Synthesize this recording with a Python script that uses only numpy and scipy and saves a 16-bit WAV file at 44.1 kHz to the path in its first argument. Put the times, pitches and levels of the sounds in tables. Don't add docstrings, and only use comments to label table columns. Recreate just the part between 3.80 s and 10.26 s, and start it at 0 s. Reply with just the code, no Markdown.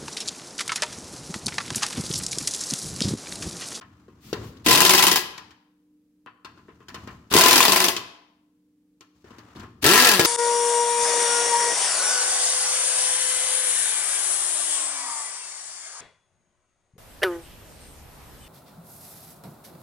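import sys
import numpy as np
from scipy import signal
from scipy.fft import rfft, irfft, next_fast_len
from scipy.io import wavfile

SR = 44100
rng = np.random.default_rng(int(sys.argv[2]) if len(sys.argv) > 2 else 0)


def file_out(sig):
    cols = np.atleast_2d(sig).T
    lim = np.clip(cols, -1, 1)
    pcm = np.round(lim * 32767).astype(np.int16)
    wavfile.write(sys.argv[1], SR, pcm)


N = 284886

# (first blow [s], last blow [s], rate [blows/s],
# crack [relative dB], housing jolt [relative dB], second hit [dB relative to its blow])
VOLLEYS = [(0.862, 0.976, 45, -2.5, -14.5, -3), (1.004, 1.357, 23, -1.5, -21, -2.5),
           (3.539, 3.853, 41, -2, -22.5, -10.5), (3.88, 4.084, 24, -3, -23, -7.5),
           (6.044, 6.337, 44, -4, -24, -10), (6.395, 6.449, 13, -2.5, -13, -12)]
BLOW_JITTER_S, BLOW_SPREAD_DB, JOLT_SPREAD_DB = .0012, 0.6, 3.5
STANDSTILL_DB, BLOW_BUILD_S = -12.5, 0.015
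SECOND_HIT_SHARE = .3
JOLT_FADE_DB = 5.5
CRACK_FADE_DB, SECOND_HIT_FADE_DB, VOLLEY_END_S = 2.5, 10.5, 0.066
# (trigger on [s], socket bites [s], motor labours [s], trigger off [s],
# free speed [Hz], loaded speed [Hz], kick of the bite [relative dB], whine [dB], gear grind [relative dB])
BURSTS = [(0.843, 0.870, 1.14, 1.325, 198, 180, -15, -28, -23.5),
          (3.501, 3.552, 3.79, 4.065, 272, 182, -10.5, -26.5, -21),
          (6.014, 6.053, 6.26, 6.46, 275, 155, -11, -24, -19.5)]
SPIN_UP_S, LABOUR_S, COAST_S = .085, .08, .1
START_DB, START_S = 35, 0.013
LOAD_WHINE_DB, LOAD_GRIND_DB = -6, -7.5
COAST_DB_PER_S = 290
# (frequency [Hz], level [dB])
HOUSING = [(60, -14), (110, -6), (210, -7), (340, -2), (480, -5.5), (600, -12), (720, -9.5), (900, -11.5),
           (1600, -13.5)]
# (frequency [Hz], width [Hz], gain at first, second, third nut [relative dB])
WHEEL = [(377, 50, -4, -2, -4), (676, 11, -3, 6, -5), (930, 14, 1, 3, 0), (1016, 18, 10, 12, 8),
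         (1075, 22, 0, 3, -1), (1337, 20, -3, -4, 11), (1667, 18, -1, -5, 13), (1755, 18, -8, -1, 9),
         (1900, 25, -7, -6, 4), (1959, 14, 7, 4, 2), (2015, 16, -3, 1, -3), (2423, 22, -5, 0, 3),
         (2615, 55, -5, -4, 1), (2804, 25, 2, -4, 0), (3098, 28, 4, 0, 1), (4620, 40, -1, -1, -4),
         (5321, 22, -5, -3, -3)]
LOOSE_RING_DB, LOOSE_RING_S = 4, 0.4
# (frequency [Hz], level [relative dB], t60 [s])
SOCKET = [(1063, 4.5, 0.2), (1205, -1, 0.12), (1295, -1, .18), (1390, -4, .1), (2640, -7, 0.17),
          (3080, -9, 0.25), (4470, -24, 0.45)]
# (time [s], clank, thud, tick, socket ring [all relative dB])
KNOCKS = [(0.012, -33, -55, -54, -36.5), (0.282, -47.5, -49.5, -79, -47), (0.529, -19.5, -22.5, -31, -42),
          (0.769, -61.5, -61, -54, -62), (1.578, -30.5, -55, -39.5, -47), (1.707, -45.5, -63, -52.5, -62),
          (2.462, -30.5, -52.5, -76.5, -34.5), (2.647, -27, -48, -41.5, -30),
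          (2.775, -40.5, -57, -62, -55.5), (2.883, -37.5, -48, -82, -49),
          (3.005, -42.5, -51.5, -77.5, -44.5), (3.084, -29.5, -53.5, -42, -49.5),
          (3.144, -25, -42, -37.5, -29), (3.274, -27.5, -38.5, -46.5, -32),
          (3.515, -16.5, -33, -27.5, -35.5), (4.165, -24, -39, -22, -33.5), (5.208, -42, -54, -48, -48.5),
          (5.443, -44, -46.5, -61, -59), (5.506, -39.5, -48.5, -54.5, -44),
          (5.584, -38.5, -44.5, -47.5, -54), (5.759, -46, -44.5, -49.5, -53), (5.797, -34, -48, -46, -50),
          (5.833, -33.5, -45, -59, -36), (6.028, -36.5, -42, -41, -43)]
TYRE_HZ, TYRE_WIDTH_HZ, TYRE_DB = 110, 5, 48
# (start [s], end [s], rumble, socket scrape, glove rustle [all relative dB])
PUSHES = [(0.0, 0.442, -54, -64.5, -72.5), (0.429, 0.827, -47, -59, -67), (0.525, 0.634, -37.5, -48.5, -55),
          (1.363, 1.70, -57, -65.5, -72.5), (2.64, 3.492, -55.5, -66, -72),
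          (3.097, 3.333, -46.5, -57.5, -65), (4.065, 4.236, -51.5, -61.5, -68.5),
          (5.327, 5.44, -65.5, -71, -71), (5.438, 5.733, -57, -54.5, -66.5), (5.739, 5.83, -43, -46, -59),
          (5.839, 6.02, -52, -79.5, -78)]
# (start [s], end [s], level [dB])
SLIDES = [(0.386, 0.516, -52.5), (0.578, 0.685, -55)]
HAND_ATTACK_S, SLIDE_ATTACK_S, HAND_RELEASE_S = .04, .09, .035
CRACK = [(350, -15.5), (600, -8), (900, -0.5), (1500, -1), (2150, -3.5), (2600, 3), (3200, 0.5),
         (4800, 1.5), (6000, -3), (8500, -6), (11000, -3.5), (13000, -7.5), (16000, -9)]
JOLT = [(30, -36.5), (70, -20.5), (120, -7.5), (220, 1), (340, 10), (450, 2), (650, -14), (1500, -44)]
CLANK = [(400, -14), (800, -10), (1080, 2), (1400, -2.5), (1750, -2.5), (2200, -9.5), (2800, -6),
         (3500, -13), (5000, -19.5)]
TICK = [(1500, -11.5), (3000, 0.5), (5000, -1.5), (7000, -8.5), (9500, -18.5), (15000, -20)]
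RUMBLE = [(40, -11.5), (70, -2.5), (110, 2.5), (150, -5), (220, -3), (350, -12.5), (600, -30)]
SCRAPE = [(250, 3.5), (500, -3), (750, -2), (1100, 2.5), (1500, -2.5), (2200, -9), (3200, -13.5),
          (5000, -23)]
RUSTLE = [(1500, -8), (3000, -3.5), (4700, -1.5), (7000, -3), (9500, -13.5), (15000, -13.5)]
GLOVE = [(1200, -6), (2500, 2), (4800, 1.5), (7000, -2.5), (9000, -7), (15000, -4)]
FLOOR = [(30, -13), (70, -9), (130, -7.5), (260, 2), (350, -11.5), (480, -9), (620, -22), (1600, -27.5),
         (5000, -29.5), (15000, -31)]
FLOOR_DB = -72
# (frequency [Hz], level [dB])
HUM = [(183, -75), (274.5, -77), (301, -65.5), (468, -84)]
# (frequency [Hz], relative level [dB])
GARAGE = [(60, 5), (300, 5), (1000, 3.5), (4000, 4), (8000, 1), (15000, 7.5)]
# (frequency [Hz], t60 [s])
GARAGE_T60 = [(100, 0.4), (300, 0.66), (1000, 0.75), (3000, 0.6), (5500, 0.59), (8000, 0.41), (13000, 0.23)]
# (frequency [Hz], correlation [-1 to 1])
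LIKENESS = [(60, .98), (250, .96), (700, .6), (1400, .4), (3000, .06), (12000, 0)]
NUT_LEFT_DB = [3.5, 3.5, 4]
CUTOFF_HZ = 15900


def hammer():
    blow_s, crack_db, jolt_db = blows()
    bite_s = np.array([burst[1] for burst in BURSTS])
    kick_db = np.array([burst[6] for burst in BURSTS])
    jolt_s, all_jolts_db = np.append(blow_s, bite_s), np.append(jolt_db, kick_db)
    crack = contacts(blow_s, crack_db, per_s=900, rebound_db=1.5, t60=0.016)
    rattle = contacts(blow_s, crack_db, per_s=480, rebound_db=-1.5, t60=0.13)
    jolts = contacts(jolt_s, all_jolts_db, per_s=190, rebound_db=-2.5, t60=0.11)

    steel = from_db(8) * strike(crack, CRACK, t60=0.013)
    steel = steel + from_db(10) * strike(rattle, CRACK, t60=0.017)
    housing = from_db(19.0) * strike(jolts, JOLT, t60=0.04)
    loose = np.exp(-since(bite_s[current_nut()]) / LOOSE_RING_S)
    ring = wheel(rattle * from_db(15.5 + LOOSE_RING_DB * loose))
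    return cut(steel + housing, 74, "high") + ring


def blows():
    hits, trigger_s = [], np.transpose(BURSTS)[0]
    for first, last, per_s, crack_db, jolt_db, second_db in VOLLEYS:
        on = trigger_s[trigger_s < first][-1]
        for done in np.linspace(0, 1, round((last - first) * per_s) + 1):
            timing, harder, heavier = rng.standard_normal(3)
            s = first + done * (last - first) + BLOW_JITTER_S * timing
            late = np.exp(-(last - first) * (1 - done) / VOLLEY_END_S)
            slow_db = STANDSTILL_DB * np.exp(-(s - on) / BLOW_BUILD_S)
            crack = crack_db + slow_db - CRACK_FADE_DB * late + BLOW_SPREAD_DB * harder
            jolt = jolt_db + slow_db - JOLT_FADE_DB * done + JOLT_SPREAD_DB * heavier
            bounce = second_db - SECOND_HIT_FADE_DB * late
            hits.append((s, crack, jolt))
            hits.append((s + SECOND_HIT_SHARE / per_s, crack + bounce, jolt + bounce))
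    return np.transpose(hits)


def wheel(clicks, lag_s=0.0001):
    nut = current_nut()
    ring = np.zeros(N)
    for hz, width_hz, *nut_db in WHEEL:
        ring += resonate(clicks * from_db(nut_db)[nut], hz, width_hz)
    right = np.interp(np.arange(N) - lag_s * SR, np.arange(N), ring)
    return np.array([ring, right])


def motor(grind_db=-1, wobble=.02, flutter_db=2.5, mesh_depth=0.75, ring_db=-1):
    turn_hz, whine_gain, grind_gain = drive()
    rate_hz = turn_hz * (1 + wobble * drift(60))
    angle = 2 * np.pi * np.cumsum(rate_hz) / SR
    whine = np.zeros(N)
    for harmonic in range(1, 7):
        level_db = at_hz(HOUSING, harmonic * rate_hz) + flutter_db * drift(45)
        whine += from_db(level_db) * np.sin(harmonic * angle + 2 * np.pi * rng.random())
    teeth = grind_gain * (1 + mesh_depth * np.cos(angle))
    grind = teeth * noise(CRACK) + from_db(ring_db) * wheel(teeth * rng.standard_normal(N))
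    return whine_gain * whine + from_db(grind_db) * grind


def drive():
    turn_hz, whine, grind = np.zeros((3, N))
    for on, _, labours, off, free_hz, loaded_hz, _, whine_db, grind_db in BURSTS:
        load = 1 - np.exp(-since(labours) / LABOUR_S)
        spin = (1 - np.exp(-since(on) / SPIN_UP_S)) * np.exp(-since(off) / COAST_S)
        power_db = -START_DB * np.exp(-since(on) / START_S) - COAST_DB_PER_S * since(off)
        power = (since(on) > 0) * from_db(power_db)
        turn_hz = turn_hz + spin * (free_hz + load * (loaded_hz - free_hz))
        whine = whine + power * from_db(whine_db + LOAD_WHINE_DB * load)
        grind = grind + power * from_db(grind_db + LOAD_GRIND_DB * load)
    return turn_hz, whine, grind


def knocks(socket_db=33, wheel_db=16):
    s, clank_db, thud_db, tick_db, ring_db = np.transpose(KNOCKS)
    clanks = cut(contacts(s, clank_db, per_s=180, rebound_db=2.5, t60=0.14), 2600, "low")
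    thuds = contacts(s, thud_db, per_s=180, rebound_db=0.0, t60=.04)
    ticks = contacts(s, tick_db, per_s=400, rebound_db=1.5, t60=0.069)
    taps = contacts(s, ring_db, per_s=530, rebound_db=-12.0, t60=.04)

    ring = from_db(socket_db) * socket(taps) + from_db(wheel_db) * wheel(cut(clanks, 1700, "low"))
    clank = from_db(10) * strike(clanks, CLANK, t60=0.096)
    tick = from_db(20) * strike(ticks, TICK, t60=.022)
    tyre = cut(from_db(TYRE_DB) * resonate(thuds, TYRE_HZ, TYRE_WIDTH_HZ), 200, "low")
    thud = cut(cut(strike(thuds, JOLT, t60=.04), 700, "low"), 55, "high")
    return ring + clank + tick + tyre + from_db(26.5) * thud


def socket(clicks):
    ring = np.zeros(N)
    for hz, db, t60 in SOCKET:
        width_hz = np.log(1000) / (np.pi * t60)
        ring += from_db(db) * 10 * t60 * resonate(clicks, hz, width_hz)
    return ring


def hands(grain_db=2.0):
    moves = np.zeros((3, N))
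    for start, end, *levels_db in PUSHES:
        moves += np.outer(from_db(levels_db), swell(start, end, HAND_ATTACK_S))
    rumble, scrape, rustle = moves
    weight = cut(rumble * noise(RUMBLE), 45, "high")
    friction = scrape * noise(SCRAPE) + rustle * noise(RUSTLE)
    return from_db(-2.5) * (weight + friction * from_db(grain_db * drift(170)))


def regrip():
    slides = sum(from_db(db) * swell(start, end, SLIDE_ATTACK_S) for start, end, db in SLIDES)
    return slides * noise(GLOVE)


def garage(x, wet_db=-11.5, build_s=0.0033):
    t, hz = np.arange(SR) / SR, np.fft.rfftfreq(SR, 1 / SR)
    centres = np.geomspace(60, 15360, 9)
    diffuse, tail = rfft(noise(GARAGE, size=SR)), 0
    for centre, share in zip(centres, np.eye(len(centres))):
        band = irfft(diffuse * np.interp(hz, centres, share), SR)
        tail = tail + band * from_db(-60 * t / at_hz(GARAGE_T60, centre))
    tail = rms_one(tail * (1 - np.exp(-t / build_s))) / np.sqrt(SR)
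    return from_db(wet_db) * signal.fftconvolve(x, tail, axes=1)[:, :N]


def background(waver_db=-1.5):
    t = np.arange(N) / SR
    hum = np.zeros(N)
    for hz, db in HUM:
        tone = np.sqrt(2) * np.sin(2 * np.pi * (hz * t + rng.random()))
        hum += from_db(db + waver_db * drift(14)) * tone
    return hum + from_db(FLOOR_DB) * noise(FLOOR)


def contacts(times, levels_db, per_s, rebound_db, t60):
    clicks, turn = np.zeros(N + SR), np.arange(1, 61)
    for s, level_db in zip(times, levels_db):
        delay = np.clip((turn + rng.uniform(-.5, .5, len(turn))) / per_s, 0, .5)
        uneven = from_db(2.5 * rng.standard_normal(len(turn)))
        sign = rng.choice([-1, 1], len(turn))
        sizes = from_db(rebound_db - 60 * delay / t60) * uneven * sign
        clicks[round(s * SR)] += from_db(level_db)
        clicks[((s + delay) * SR).astype(int)] += from_db(level_db) * sizes
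    return clicks[:N]


def strike(clicks, spectrum, t60, count=16):
    t = np.arange(SR // 8) / SR
    point = rng.integers(0, count, N)[np.arange(N) // round(.006 * SR)]
    out = np.zeros((2, N + len(t)))
    for k in range(count):
        colour = [(hz, db + 2.5 * rng.standard_normal()) for hz, db in spectrum]
        ring = noise(colour, size=len(t)) * from_db(-60 * t / t60)
        ring /= np.sqrt(np.sum(ring ** 2) / 2)
        for i in np.flatnonzero((clicks != 0) & (point == k)):
            out[:, i:i + len(t)] += clicks[i] * ring
    return out[:, :N]


def resonate(x, hz, width_hz):
    r = np.exp(-np.pi * width_hz / SR)
    feed = np.array([1, 0, -1]) * (1 - r * r) / 2
    feedback = [1, -2 * r * np.cos(2 * np.pi * hz / SR), r * r]
    return signal.lfilter(feed, feedback, x + 1e-18)


def current_nut():
    on, _, _, off = np.transpose(BURSTS)[:4]
    return np.searchsorted((off[:-1] + on[1:]) / 2, np.arange(N) / SR)


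def noise(spectrum, size=N):
    padded = next_fast_len(size, True)
    hz = np.fft.rfftfreq(padded, 1 / SR) + 1e-6
    mid, side = np.exp(2j * np.pi * rng.random((2, len(hz))))
    alike = np.clip(at_hz(LIKENESS, hz), -1, 1)
    ends = np.minimum(np.minimum(hz / spectrum[0][0], spectrum[-1][0] / hz), 1) ** 2
    both = np.sqrt(1 + alike) * mid + np.sqrt(1 - alike) * side * np.array([[1], [-1]])
    return rms_one(irfft(from_db(at_hz(spectrum, hz)) * ends * both, padded)[:, :size])


def drift(per_s):
    at = np.arange(N) / SR * per_s
    return rms_one(np.interp(at, np.arange(4000), rng.standard_normal(4000)))


def since(s):
    return np.maximum(np.arange(N) / SR - s, 0)


def swell(start, end, attack_s):
    rise = np.minimum(since(start) / attack_s, 1)
    return np.sin(np.pi / 2 * rise) ** 2 * np.exp(-since(end) / HAND_RELEASE_S)


def cut(x, hz, kind, order=2):
    return signal.sosfilt(signal.butter(order, hz, kind, fs=SR, output="sos"), x + 1e-18)


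def from_db(db):
    return np.exp(np.asarray(db) * (np.log(10) / 20))


def rms_one(x):
    return x / np.sqrt(np.mean(x ** 2) + 1e-20)


def at_hz(points, hz):
    points = np.array(points)
    return np.interp(np.log(hz + 1e-9), np.log(points[:, 0]), points[:, 1])


def scene(shadow_hz=480, room_left_db=3.5):
    near = hammer() + motor() + knocks() + hands() + regrip()
    left_db = np.array(NUT_LEFT_DB)[current_nut()]
    direct = near * from_db(np.array([left_db, -left_db]) / 2)
    room = garage(near) * from_db(np.array([[room_left_db], [-room_left_db]]) / 2)
    left, right = direct + room
    mid, side = (left + right) / 2, (left - right) / 2
    hz = np.fft.rfftfreq(N, 1 / SR)
    side = irfft(rfft(side) * np.clip(hz / shadow_hz, .35, 1), N)
    return np.array([mid + side, mid - side]) + background()


def record(dry):
    rounded = dry / (1 + (dry / .92) ** 4) ** .25
    return signal.sosfilt(signal.ellip(10, .1, 70, CUTOFF_HZ, fs=SR, output="sos"), rounded)


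dry = scene()
out = record(dry)
file_out(out)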